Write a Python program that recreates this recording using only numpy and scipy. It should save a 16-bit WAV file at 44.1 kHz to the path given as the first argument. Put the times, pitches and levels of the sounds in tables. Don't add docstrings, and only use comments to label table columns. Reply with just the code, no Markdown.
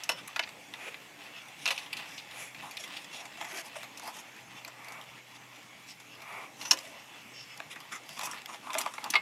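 import sys
import numpy as np
from scipy import signal
from scipy.fft import rfft, irfft, next_fast_len
from scipy.io import wavfile
from scipy.ndimage import uniform_filter1d, map_coordinates

SR = 44100
rng = np.random.default_rng(int(sys.argv[2]) if len(sys.argv) > 2 else 0)


def to_wav(s):
    ch = np.atleast_2d(s).T
    pcm = np.round(np.clip(ch, -1, 1) * 32767)
    wavfile.write(sys.argv[1], SR, pcm.astype(np.int16))


N = 406161

# pitch in Hz, relative level in dB, t60 in seconds.
TONG_MODES = [(2548, 11, 0.051), (2683, 19.5, 0.018), (2976, 12, 0.051), (3630, -33, 0.2),
              (3970, -10, 0.065), (4800, -22, 0.019), (5360, 18, 0.027), (5660, 20, 0.03),
              (6090, 22, 0.024), (7130, 13, 0.024), (10100, 15, 0.036), (10800, -16, .05)]
# time in seconds, level in dB.
HEAP_ACTIVITY = [(0, -49.5), (.6, -59.5), (1.1, -58.5), (1.36, -53.5), (1.5, -60), (1.95, -51.5),
                 (2.5, -51.5), (3, -52.5), (4.3, -57.5), (5, -56.5), (5.6, -61.5), (6.5, -60), (7.1, -57.5),
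                 (7.5, -60.5), (8.05, -58), (8.35, -52), (8.6, -60), (9.2, -50)]


def amp(db):
    return 10 ** (np.asarray(db) / 20)


def unit(x):
    return x / np.sqrt(np.mean(x ** 2) + 1e-20)


def unit_attack(x):
    return x / np.sqrt(np.mean(x[:round(.008 * SR)] ** 2) + 1e-20)


def along(points, hz):
    freqs, values = np.transpose(points)
    return np.interp(np.log(hz + 1), np.log(freqs + 1), values)


def wobble(rate):
    return map_coordinates(rng.standard_normal(int(N * rate / SR) + 4), [np.arange(N) * rate / SR])


def swell(peak, rise, fall):
    t = np.arange(N) / SR - peak
    return np.exp(-(t / np.where(t < 0, rise, fall)) ** 2)


def grains(size, rate, spread_db):
    chance = rng.random(size)
    strength = np.minimum(rng.exponential(size=size), 4)
    return (chance < rate / SR) * amp(spread_db * strength) * np.sign(rng.standard_normal(size))


def filtered(x, response):
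    size = next_fast_len(len(x) + 4096)
    return irfft(rfft(x, size) * response(np.fft.rfftfreq(size, 1 / SR)), size)[:len(x)]


def coloured_noise(colour):
    return unit(filtered(rng.standard_normal(N), lambda f: amp(along(colour, f))))


def band(x, low_hz, high_hz, order=3):
    return signal.sosfilt(signal.butter(order, [low_hz, high_hz], "band", fs=SR, output="sos"), x)


def resonance(f, hz, width):
    return 1j * f * width / (hz * hz - f * f + 1j * f * width)


def resonant(x, peaks):
    return filtered(x, lambda f: sum((-1) ** k * amp(db) * resonance(f, hz, width)
                                     for k, (hz, width, db) in enumerate(peaks)))


def add(track, start, sound):
    part = track[max(round(start * SR), 0):][:len(sound)]
    part += sound[:len(part)]


def outdoors(drift_db=0.3, patchy_db=2.5, hum_hz=123.6, hum_db=-71):
    # frequency in Hz, relative level in dB.
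    air_colour = [(20, -20), (60, -9.5), (95, -7), (130, 1), (260, -1), (420, -4), (900, -0.5),
                  (1550, -6.5), (2200, -1.5), (3100, -6.5), (3900, -12), (7000, -11), (9000, -18),
                  (13500, -18.5), (16000, -36)]
    # centre in Hz, width in Hz, lift in dB.
    air_peaks = [(291, 11.6, 8.5), (814, 43, 4.5), (2240, 250, 4), (2770, 116, 5), (3414, 52, 11)]
    # time in seconds, level in dB.
    rush_levels = [(0, -52), (3, -51.5), (4.4, -53), (5.7, -53.5), (7.2, -52.5), (9.2, -53.5)]

    def colour(f):
        lift = sum(db / (1 + ((f - hz) / (width / 2)) ** 2) for hz, width, db in air_peaks)
        return amp(along(air_colour, f) + lift)

    t = np.arange(N) / SR
    spectra = signal.stft(rng.standard_normal(N), nperseg=512)[2]
    patches = uniform_filter1d(rng.standard_normal(spectra.shape), size=4, axis=0)
    patches = uniform_filter1d(patches, size=12, axis=1)
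    lapping = signal.istft(spectra * amp(patchy_db * unit(patches)), nperseg=512)[1][:N]
    rush_db = np.interp(t, *np.transpose(rush_levels)) + drift_db * wobble(18)
    hum = amp(hum_db + 3.3 * wobble(3.1)) * unit(np.sin(2 * np.pi * hum_hz * t + .5 * wobble(3.1)))
    return amp(rush_db) * unit(filtered(lapping, colour)) + hum


def patio(x, tail_db=-15, slap_db=-19, slap_delay=0.018, slap_t60=0.027):
    # frequency in Hz, t60 in seconds.
    decay_times = [(200, 0.35), (1000, 0.24), (4000, 0.11), (12000, 0.036)]
    hz, t, spectra = signal.stft(rng.standard_normal(SR // 3), SR, nperseg=256)
    tail = signal.istft(spectra * amp(-60 * t / along(decay_times, hz)[:, None]), SR, nperseg=256)[1]
    late = np.arange(len(tail)) / SR - slap_delay
    slap = rng.standard_normal(len(tail)) * (late > 0) * amp(-60 * np.abs(late) / slap_t60)
    echo = amp(tail_db) * tail / np.linalg.norm(tail) + amp(slap_db) * slap / np.linalg.norm(slap)
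    return x + signal.fftconvolve(x, echo)[:N]


def foot_scuffs(flutter_db=2):
    # peak, rise and fall in seconds, level in dB, top in dB against the body.
    scuffs = [(.86, 0.086, 0.087, -45.5, -14.5), (2.42, 0.072, 0.063, -45, -3.5)]
    # frequency in Hz, relative level in dB.
    body_colour = [(150, -22), (400, -2.5), (900, -3), (1500, -3.5), (2500, 8), (3300, -5.5), (5000, -17),
                   (9000, -36)]
    top_colour = [(2500, -30), (4500, -5), (7000, 6.5), (8500, -3), (10500, 5.5), (12500, -5), (15500, -21)]
    body, top = coloured_noise(body_colour), coloured_noise(top_colour)
    brush = sum(amp(db) * swell(peak, rise, fall) * (body + amp(top_db) * top)
                for peak, rise, fall, db, top_db in scuffs)
    return brush * amp(flutter_db * wobble(39.5))


def dog_sniffs(flutter_db=1):
    # peak, rise and fall in seconds, level in dB.
    sniffs = [(3.54, 0.13, .06, -51.5), (4.915, 0.14, 0.12, -48.5), (6.385, 0.15, 0.087, -44)]
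    # frequency in Hz, relative level in dB.
    nose_colour = [(150, -22), (450, -8.5), (800, -1.5), (1200, 2.5), (1600, -10.5), (2250, 3.5),
                   (2700, -7.5), (4000, -22), (8500, -30), (11000, -19.5), (15000, -40)]
    breath = coloured_noise(nose_colour) * amp(flutter_db * wobble(30))
    return breath * sum(amp(db) * swell(peak, rise, fall) for peak, rise, fall, db in sniffs)


def basket(x):
    # centre in Hz, width in Hz, gain in dB.
    basket_modes = [(253, 106, 0.5), (602, 175, 0.5), (980, 490, 3), (1805, 170, 6.5), (2040, 143, 7.5),
                    (2490, 535, 4.5), (3270, 1130, -1.5), (5780, 2800, -7.5), (7650, 610, -6.5),
                    (10700, 3700, -15.5)]
    return resonant(x, basket_modes)


def carapace(x, lift_db, q=22, count=7):
    centres_hz = 1800 * 8 ** rng.random(count)
    return filtered(x, lambda f: 1 + amp(lift_db) * sum(resonance(f, hz, hz / q) for hz in centres_hz))


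def stirring(unrest_db=3, width_hz=110):
    slips = grains(N, rate=900, spread_db=2.8) * amp(unrest_db * wobble(16))
    jiggle = filtered(slips, lambda f: sum(amp(db) * resonance(f, hz, width_hz)
                                           for hz, db, _ in TONG_MODES[:4]))
    scratch = band(basket(slips), 700, 5000, order=1)
    level_db = np.interp(np.arange(N) / SR, *np.transpose(HEAP_ACTIVITY))
    return amp(level_db) * unit(unit(scratch) + unit(jiggle))


def wall_bumps(trim_db=-5, attack_s=0.00044, width=0.098, t60_cycles=55):
    # start in seconds, level in dB before the trim, pitch in Hz.
    bumps = [(.093, -36, 510), (.147, -45, 553), (.286, -40, 1160), (.862, -39, 450), (1.677, -41, 554),
             (1.707, -37, 530), (2.243, -55, 900), (3.529, -39, 350), (3.762, -32.5, 626), (4.08, -31, 850),
             (6.712, -40.5, 308), (6.713, -42, 420), (6.715, -30.5, 970), (6.733, -37, 560),
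             (8.27, -31, 1090), (8.49, -31.5, 1050), (8.648, -48, 267), (8.697, -26.5, 1070),
             (8.742, -43.5, 414), (8.752, -43, 271), (8.75, -26, 645), (8.862, -25, 970), (9.092, -44, 269),
             (9.155, -20, 1170)]
    out, t = np.zeros(N), np.arange(SR // 4) / SR
    for start, db, hz in bumps:
        wall = band(rng.standard_normal(len(t)), hz / (1 + width), hz * (1 + width), order=2)
        fade = amp(-60 * t * hz / t60_cycles) * (1 - np.exp(-t / attack_s))
        add(out, start, amp(db + trim_db) * unit(wall * fade) * np.sqrt(np.mean(fade ** 2)))
    return out


def shell_scrapes(catch_db=2.5, bottom_db=-13, roundness=0.61):
    # start and length in seconds, level in dB,
    # hollow and hiss in dB against the rasp, rasp and hollow pitches in Hz.
    drags = [(0.154, 0.055, -50, -2, -10, 2600, 1300), (1.575, 0.28, -48.5, -25, -6, 2700, 560),
             (2.055, 0.18, -54, -25, -1.5, 2930, 1400), (2.622, 0.081, -54, 8, -3, 2400, 960),
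             (2.78, 0.085, -50.5, -10, -0.5, 3330, 556), (2.88, 0.18, -52.5, -14, -7, 2780, 960),
             (3.118, 0.099, -44.5, -9.5, -7.5, 3230, 875), (3.214, 0.065, -58.5, 8.5, -1, 1810, 860),
             (3.374, 0.1, -47.5, 0.5, -6, 2260, 785), (3.471, .15, -45.5, -10, -3.5, 1990, 710),
             (3.554, 0.058, -56, 0, 5, 2300, 710), (3.643, 0.042, -57.5, 4, 4.5, 2200, 870),
             (3.725, 0.12, -50.5, -6, -4.5, 2260, 660), (4.024, 0.089, -55, 9, 3.5, 1700, 880),
             (4.127, 0.086, -52, -1, 0.5, 2520, 910), (4.55, .05, -53, -4, -9, 2700, 900),
             (5.872, 0.055, -54.5, -19, -1, 3270, 1020), (6.569, 0.17, -50.5, -1, 0, 2600, 910),
             (6.726, 0.21, -54, -1.5, -2.5, 2870, 586), (7.704, 0.033, -45.5, -12, -6.5, 2420, 1400),
             (7.732, .06, -51, -20, -24, 1950, 1400), (7.914, 0.063, -42.5, -3, -5.5, 1840, 1350),
             (8.06, 0.13, -55, -6, 1, 3210, 750), (8.172, 0.11, -46, 2, -4, 2630, 935),
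             (8.239, 0.029, -54, -5, 12.5, 2600, 1100), (8.261, 0.11, -56, 7, 0, 2700, 1140),
             (8.48, 0.078, -50.5, 3.5, -4, 2070, 1040), (8.627, 0.11, -56, 8, -4, 2500, 1050),
             (8.72, 0.18, -47, 4, -5.5, 2360, 1020), (8.886, 0.15, -58, 4, 0, 2100, 1110),
             (9.035, 0.047, -51, 11.5, -8, 2300, 990)]
    slips = grains(N, rate=3500, spread_db=1) * amp(catch_db * wobble(90))
    out = np.zeros(N)
    for start, length, db, hollow_db, hiss_db, rasp_hz, hollow_hz in drags:
        span = np.arange(max(round((start - .006) * SR), 0),
                         min(round((start + length + 0.0067) * SR), N))
        rub = carapace(slips[span], lift_db=2)
        rasp = unit(band(rub, rasp_hz / 1.33, rasp_hz * 1.33, order=2))
        hollow = unit(band(rub, hollow_hz / 1.22, hollow_hz * 1.22, order=2))
        hollow += amp(bottom_db) * unit(band(rub, 210, 490, order=2))
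        hiss = amp(hiss_db) * unit(band(basket(rub), 4400, 11200))
        crackle = grains(len(span), rate=600, spread_db=3.5)
        fizz = amp(-10 + 1.5 * hiss_db) * unit(band(crackle, 9400, 13200))
        stroke = np.abs(np.sin(np.linspace(0, np.pi, len(span)))) ** roundness
        out[span] += amp(db) * stroke * (rasp + amp(hollow_db) * hollow + hiss + fizz)
    return out


def stray_clicks(per_s=7, lift_db=10, spread_db=6, knock_db=-10.5, treble_db=-4.5, t60=0.053):
    rows = []
    for moment, strength, hardness, octave in rng.random((round(per_s * N / SR), 4)):
        start = moment * N / SR
        db = np.interp(start, *np.transpose(HEAP_ACTIVITY)) + lift_db + spread_db * (2 * strength - 1)
        hz = 1860 * 2 ** octave
        rows.append((start, db, knock_db, treble_db + spread_db * (2 * hardness - 1), t60, hz))
    return rows


def shell_clicks(trim_db=-11, crack_db=6, crack_t60=0.00022, knock_stretch=1.6, q=7):
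    # start in seconds, level in dB before the trim,
    # knock and treble offsets in dB, rattle t60 in seconds, shell pitch in Hz.
    clicks = [(0.28, -35.5, -10, -25, 0.0096, 2090), (.474, -36, -14, -18, .03, 2000),
              (0.7379, -31, -11.5, -14.5, 0.051, 2700), (.943, -33.5, -13, -20, .03, 2450),
              (1.861, -36, -9, -13, 0.042, 2880), (2.546, -36, -30, -13, 0.038, 2180),
              (2.71, -37, -25, -2, 0.066, 2400), (2.837, -31, -18, -12, 0.082, 2590),
              (3.372, -40, -9, -8, 0.023, 2910), (3.412, -33, -4, -10, .02, 2640),
              (3.424, -38.5, 0, -10, 0.016, 2010), (3.446, -35, -9, -7, 0.032, 2130),
              (3.518, -40, -20, -12, 0.023, 3400), (3.756, -36.5, 0, -10, 0.052, 2460),
              (3.5715, -38.5, -2, 3, 0.06, 1860), (3.83, -36, -6, -5, 0.089, 2460),
              (3.997, -45.5, 6, 7, 0.025, 2490), (4.0732, -36.5, 0, 0, 0.08, 1570),
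              (4.166, -45, -5, -1, 0.023, 1790), (4.648, -35, -24, -3.5, 0.025, 2420),
              (4.678, -44, 6.5, 4.5, 0.032, 1510), (5.012, -41, -12, -5, 0.045, 3300),
              (5.038, -47, -16, -5, .025, 3000), (6.219, -41.5, -7, -3.5, 0.033, 2170),
              (6.773, -35, -10, -5, 0.047, 2970), (6.7881, -34.5, -11, -2, 0.028, 4360),
              (7.575, -48, -14, 7.5, 0.022, 2910), (7.602, -32, -2, -16, 0.0096, 1770),
              (7.76, -38.5, -3, -22, 0.043, 1800), (8.091, -38.5, -6, -1.5, 0.013, 3200),
              (8.193, -32, 0.5, -2, 0.036, 2540), (8.211, -29, -8, -7, 0.033, 2650),
              (8.2357, -44, 6, 2, 0.032, 1500), (8.271, -37, -2, -4, 0.032, 2350),
              (8.312, -39.5, -10, 7, 0.064, 3200), (8.333, -36, 1.5, -13, 0.025, 2030),
              (8.418, -42.5, -9, -2, 0.01, 2750), (8.4588, -32.5, -21, -4.5, 0.0057, 2760),
              (8.544, -36.5, 0.5, -8.5, 0.042, 3200), (8.669, -41, 6, -18, .03, 2480),
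              (8.703, -31, -8, -12, 0.045, 2520), (8.7315, -29.5, -9, -3.5, 0.038, 2520),
              (8.742, -30, -10, -3, 0.03, 2500), (8.751, -26, -1, -14, 0.024, 2490),
              (8.774, -29, -18, -22, 0.027, 2430), (8.807, -33, -10, 0, 0.042, 2190),
              (8.813, -30.5, -21, 4.5, 0.046, 4030), (8.8615, -31.5, 7, -5.5, 0.01, 2150),
              (8.873, -36, 3, -9, .03, 2640), (8.938, -41.5, 4, 3.5, .025, 3540),
              (8.98, -30.5, 0, -22, 0.017, 2130), (9.041, -31.5, -11, 1.5, 0.035, 2660)]
    ranges = [(480, 1350), (1900, 4200), (4600, 6900), (7000, 14200)]
    out, t = np.zeros(N), np.arange(SR // 6) / SR
    for start, db, knock_db, treble_db, t60, hz in list(clicks) + stray_clicks():
        rattle = grains(len(t), rate=6000, spread_db=4.5)
        snap = rattle * (amp(-60 * t / t60) + amp(crack_db - 60 * t / crack_t60))
        hit = basket(carapace(snap, lift_db=8.5))
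        thud = basket(rattle * amp(-60 * t / (t60 * knock_stretch)))
        tone = band(resonant(snap, [(hz, hz / q, 0)]), hz / 2, 2 * hz, order=2)
        layers = zip([thud, hit, hit, hit], ranges, [knock_db + 2, -2, treble_db + 1, treble_db - 2])
        click = sum(amp(gain_db) * unit_attack(band(x, *edges)) for x, edges, gain_db in layers)
        add(out, start, amp(db + trim_db) * (click + unit_attack(tone)))
    return out


def pivot_rubs(flutter_db=2, grip_detune=0.018, rasp_db=-8):
    # peak, rise and fall in seconds, level in dB, high modes in dB against the low.
    rubs = [(.185, 0.025, 0.022, -52, -3), (1.37, 0.061, 0.04, -47.5, -16), (4.585, 0.028, 0.017, -52, -10),
            (5.09, 0.017, 0.027, -54, -10), (5.905, 0.024, 0.03, -55, 2), (6.141, 0.046, .02, -52.5, -11),
            (7, 0.043, 0.026, -54, -7), (7.17, 0.11, 0.16, -57, -18), (7.385, 0.038, 0.049, -49.5, 1),
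            (7.5, 0.042, .06, -53, -5.5)]
    # centre in Hz, width in Hz, relative level in dB.
    low_modes = [(2675, 56, 2), (2990, 110, 1.5), (3440, 50, -1.5)]
    high_modes = [(4700, 200, -2), (5340, 150, 9), (6400, 220, -12)]
    out, size = np.zeros(N), round(.6 * SR)
    for peak, rise, fall, db, high_db in rubs:
        friction = grains(size, rate=3000, spread_db=2.5) * amp(flutter_db * wobble(24.2)[:size])
        tuning = [1 + grip_detune * rng.uniform(-1.55, 1), 1, 1]
        registers = [(band(friction, 1200, 3300), low_modes), (band(friction, 3800, 7000), high_modes)]
        low, high = (unit(amp(rasp_db) * unit(rasp) + unit(resonant(rasp, np.multiply(modes, tuning))))
                     for rasp, modes in registers)
        singing = np.zeros(N)
        add(singing, peak - size / SR / 2, low + amp(high_db) * high)
        out += amp(db) * swell(peak, rise, fall) * singing
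    return out


def jaw_squeak(start=6.636, length=0.075, hz=5930, db=-41, waver=0.0035):
    out, size = np.zeros(N), round(length * SR)
    cycles = np.cumsum(hz * (1 + waver * wobble(120)[:size])) / SR
    add(out, start, amp(db) * np.sin(2 * np.pi * cycles) * np.sin(np.linspace(0, np.pi, size)))
    return out


def arm_rings(beat_hz=9, attack_s=0.00088):
    # start in seconds, level in dB, pitch in Hz, t60 in seconds.
    rings = [(.093, -36, 5370, 0.17), (0.092, -29.5, 2961, 0.14), (1.662, -33, 2700, .1),
             (1.707, -40, 2690, 0.22), (9.155, -14.5, 2144, .06)]
    out, t = np.zeros(N), np.arange(SR // 2) / SR
    for start, db, hz, t60 in rings:
        pair = np.sin(2 * np.pi * hz * t) + .5 * np.sin(2 * np.pi * ((hz + beat_hz) * t + rng.random()))
        add(out, start, amp(db - 60 * t / t60) * pair * (1 - np.exp(-t / attack_s)))
    return out


def arm_bending(t, detune=0.013, scatter_db=3):
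    # pitch in Hz, relative level in dB, t60 in seconds.
    bending_modes = [(953, 2, 0.074), (1276, -4, 0.038), (1438, -0.5, 0.058), (1710, 1, 0.056),
                     (1803, -3, .05), (2020, -3, 0.074)]
    out = np.zeros(len(t))
    for hz, db, t60 in bending_modes:
        fade = amp(db + scatter_db * rng.standard_normal() - 60 * t / t60)
        out += fade * np.sin(2 * np.pi * (hz * (1 + detune * rng.standard_normal()) * t + rng.random()))
    return out


def steel_modes(t, detune=0.016, scatter_db=2):
    hz, db, t60 = np.transpose(np.repeat(TONG_MODES, 2, axis=0))[:, :, None]
    fades = amp(db + scatter_db * rng.standard_normal(hz.shape) - 60 * t / t60)
    gripped_hz = hz * (1 + detune * rng.standard_normal(hz.shape))
    return np.sum(fades * np.sin(2 * np.pi * (gripped_hz * t + rng.random(hz.shape))), 0)


def tong_clacks(trim_db=-8, steel_db=-3, arm_db=-8, arm_t60=0.037, linger_db=-36, linger_t60=0.35,
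                contact_s=0.0059, attack_s=0.00039, crack_db=4, crack_t60=0.004, knock_stretch=1.23):
    # start in seconds, level in dB before the trim, knock, ring and tick offsets in dB,
    # chatter t60 in seconds, low and high grip-tuned arm modes in Hz.
    clacks = [(0.035, -36.5, -18, 5, -1.5, .035, 2900, 5530), (.091, -17.5, -8, -9, -11, 0.046, 2630, 5404),
              (.116, -32, -8, -3, -12, 0.068, 2930, 5500), (0.2756, -46, -10, -19, 10, 0.018, 2200, 5400),
              (0.3607, -25, -6, -12, -18, 0.035, 2470, 4730),
              (0.3928, -17.5, -10, -14.5, -22, 0.02, 2140, 6300),
              (0.426, -35, -18, -11, -28, 0.028, 2470, 4635),
              (0.435, -29, -18, -15, -30, 0.036, 2390, 4680),
              (1.656, -22.5, -10.5, -4, -16, 0.026, 2690, 6540),
              (1.662, -19.5, -16, -23, -24, 0.022, 2640, 6400),
              (1.6756, -20, -12, -12, -15, 0.05, 2680, 6395),
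              (1.686, -24.5, -15, -17, -17, .07, 2680, 6400),
              (1.7052, -19, -13, -12, -17.5, 0.047, 2230, 5927),
              (1.7137, -26.5, -14, -8, -14, 0.11, 2360, 6000),
              (1.7777, -25.5, -23, -12, -20, 0.091, 2610, 5313),
              (1.9292, -24.5, -21, -23, -13.5, 0.035, 2340, 4660),
              (1.968, -31.5, -33, -9, -12, 0.21, 2700, 4950), (2.1781, -34, -32, -7, -24, 0.13, 2880, 5400),
              (2.769, -30, -28, -10, -14, 0.025, 2520, 6163),
              (2.968, -30, -26, -17, -18, 0.067, 2850, 4721), (3.973, -42, -22, 2.5, -2, .06, 2560, 5170),
              (6.612, -33, -18, -6, -15, 0.15, 2100, 6917), (6.652, -33, -9, -1, -13, 0.073, 2723, 5950),
              (6.7095, -14.5, -10.5, 6, -10, 0.051, 2915, 5500),
              (6.731, -32, -2, -1, -4, 0.045, 2880, 5450), (8.7828, -26.5, -13, -5, 4.5, 0.059, 2220, 7400),
              (9.102, -33, -22, 5.5, 6.5, .024, 3370, 5460), (9.137, -20, -5.5, -13, -25, .06, 2250, 4753),
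              (9.1537, -15, -11.5, -26, -25, 0.058, 2170, 4630)]
    ranges = [(400, 1650), (1750, 4400), (4300, 6800), (6800, 13200)]
    knock_range, clack_range, ring_range, tick_range = ranges
    out, t = np.zeros(N), np.arange(SR // 4) / SR
    since_contact = np.maximum(t - contact_s, 0)
    onset = 1 - np.exp(-t / attack_s)
    arm_fade = amp(-60 * t / arm_t60) + amp(linger_db - 60 * t / linger_t60)
    for start, db, knock_db, ring_db, tick_db, t60, low_hz, high_hz in clacks:
        steel = unit_attack(steel_modes(t))
        arms = unit_attack((np.sin(2 * np.pi * low_hz * t) + np.sin(2 * np.pi * high_hz * t)) * arm_fade)
        bend = amp(knock_db + 1) * unit_attack(onset * arm_bending(t))
        chatter = grains(len(t), rate=9000, spread_db=3)
        snap = chatter * (amp(-60 * since_contact / t60) + amp(crack_db - 60 * t / crack_t60))
        hit = onset * (unit_attack(snap) + amp(steel_db) * steel + amp(arm_db) * arms)
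        thud = basket(onset * chatter * amp(-60 * since_contact / (t60 * knock_stretch)))
        layers = [(thud, knock_range, knock_db + 0.5),
                  (hit, (0.8 * low_hz, clack_range[1]), 0),
                  (hit, ring_range, ring_db),
                  (hit, tick_range, tick_db)]
        clack = sum(amp(gain_db) * unit_attack(band(x, *edges, order=4)) for x, edges, gain_db in layers)
        add(out, start, amp(db + trim_db) * (clack + bend))
    return out


def scene():
    tongs = tong_clacks() + arm_rings() + jaw_squeak() + pivot_rubs()
    crabs = shell_clicks() + shell_scrapes() + wall_bumps() + stirring()
    return (patio(tongs + crabs + dog_sniffs() + foot_scuffs()) + outdoors())[None]


def record(dry, low_cut_hz=95, top_hz=16000):
    thin = signal.sosfilt(signal.butter(2, low_cut_hz, "high", fs=SR, output="sos"), dry[0])
    return filtered(thin, lambda hz: hz < top_hz)[None]


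dry = scene()
out = record(dry)
to_wav(out)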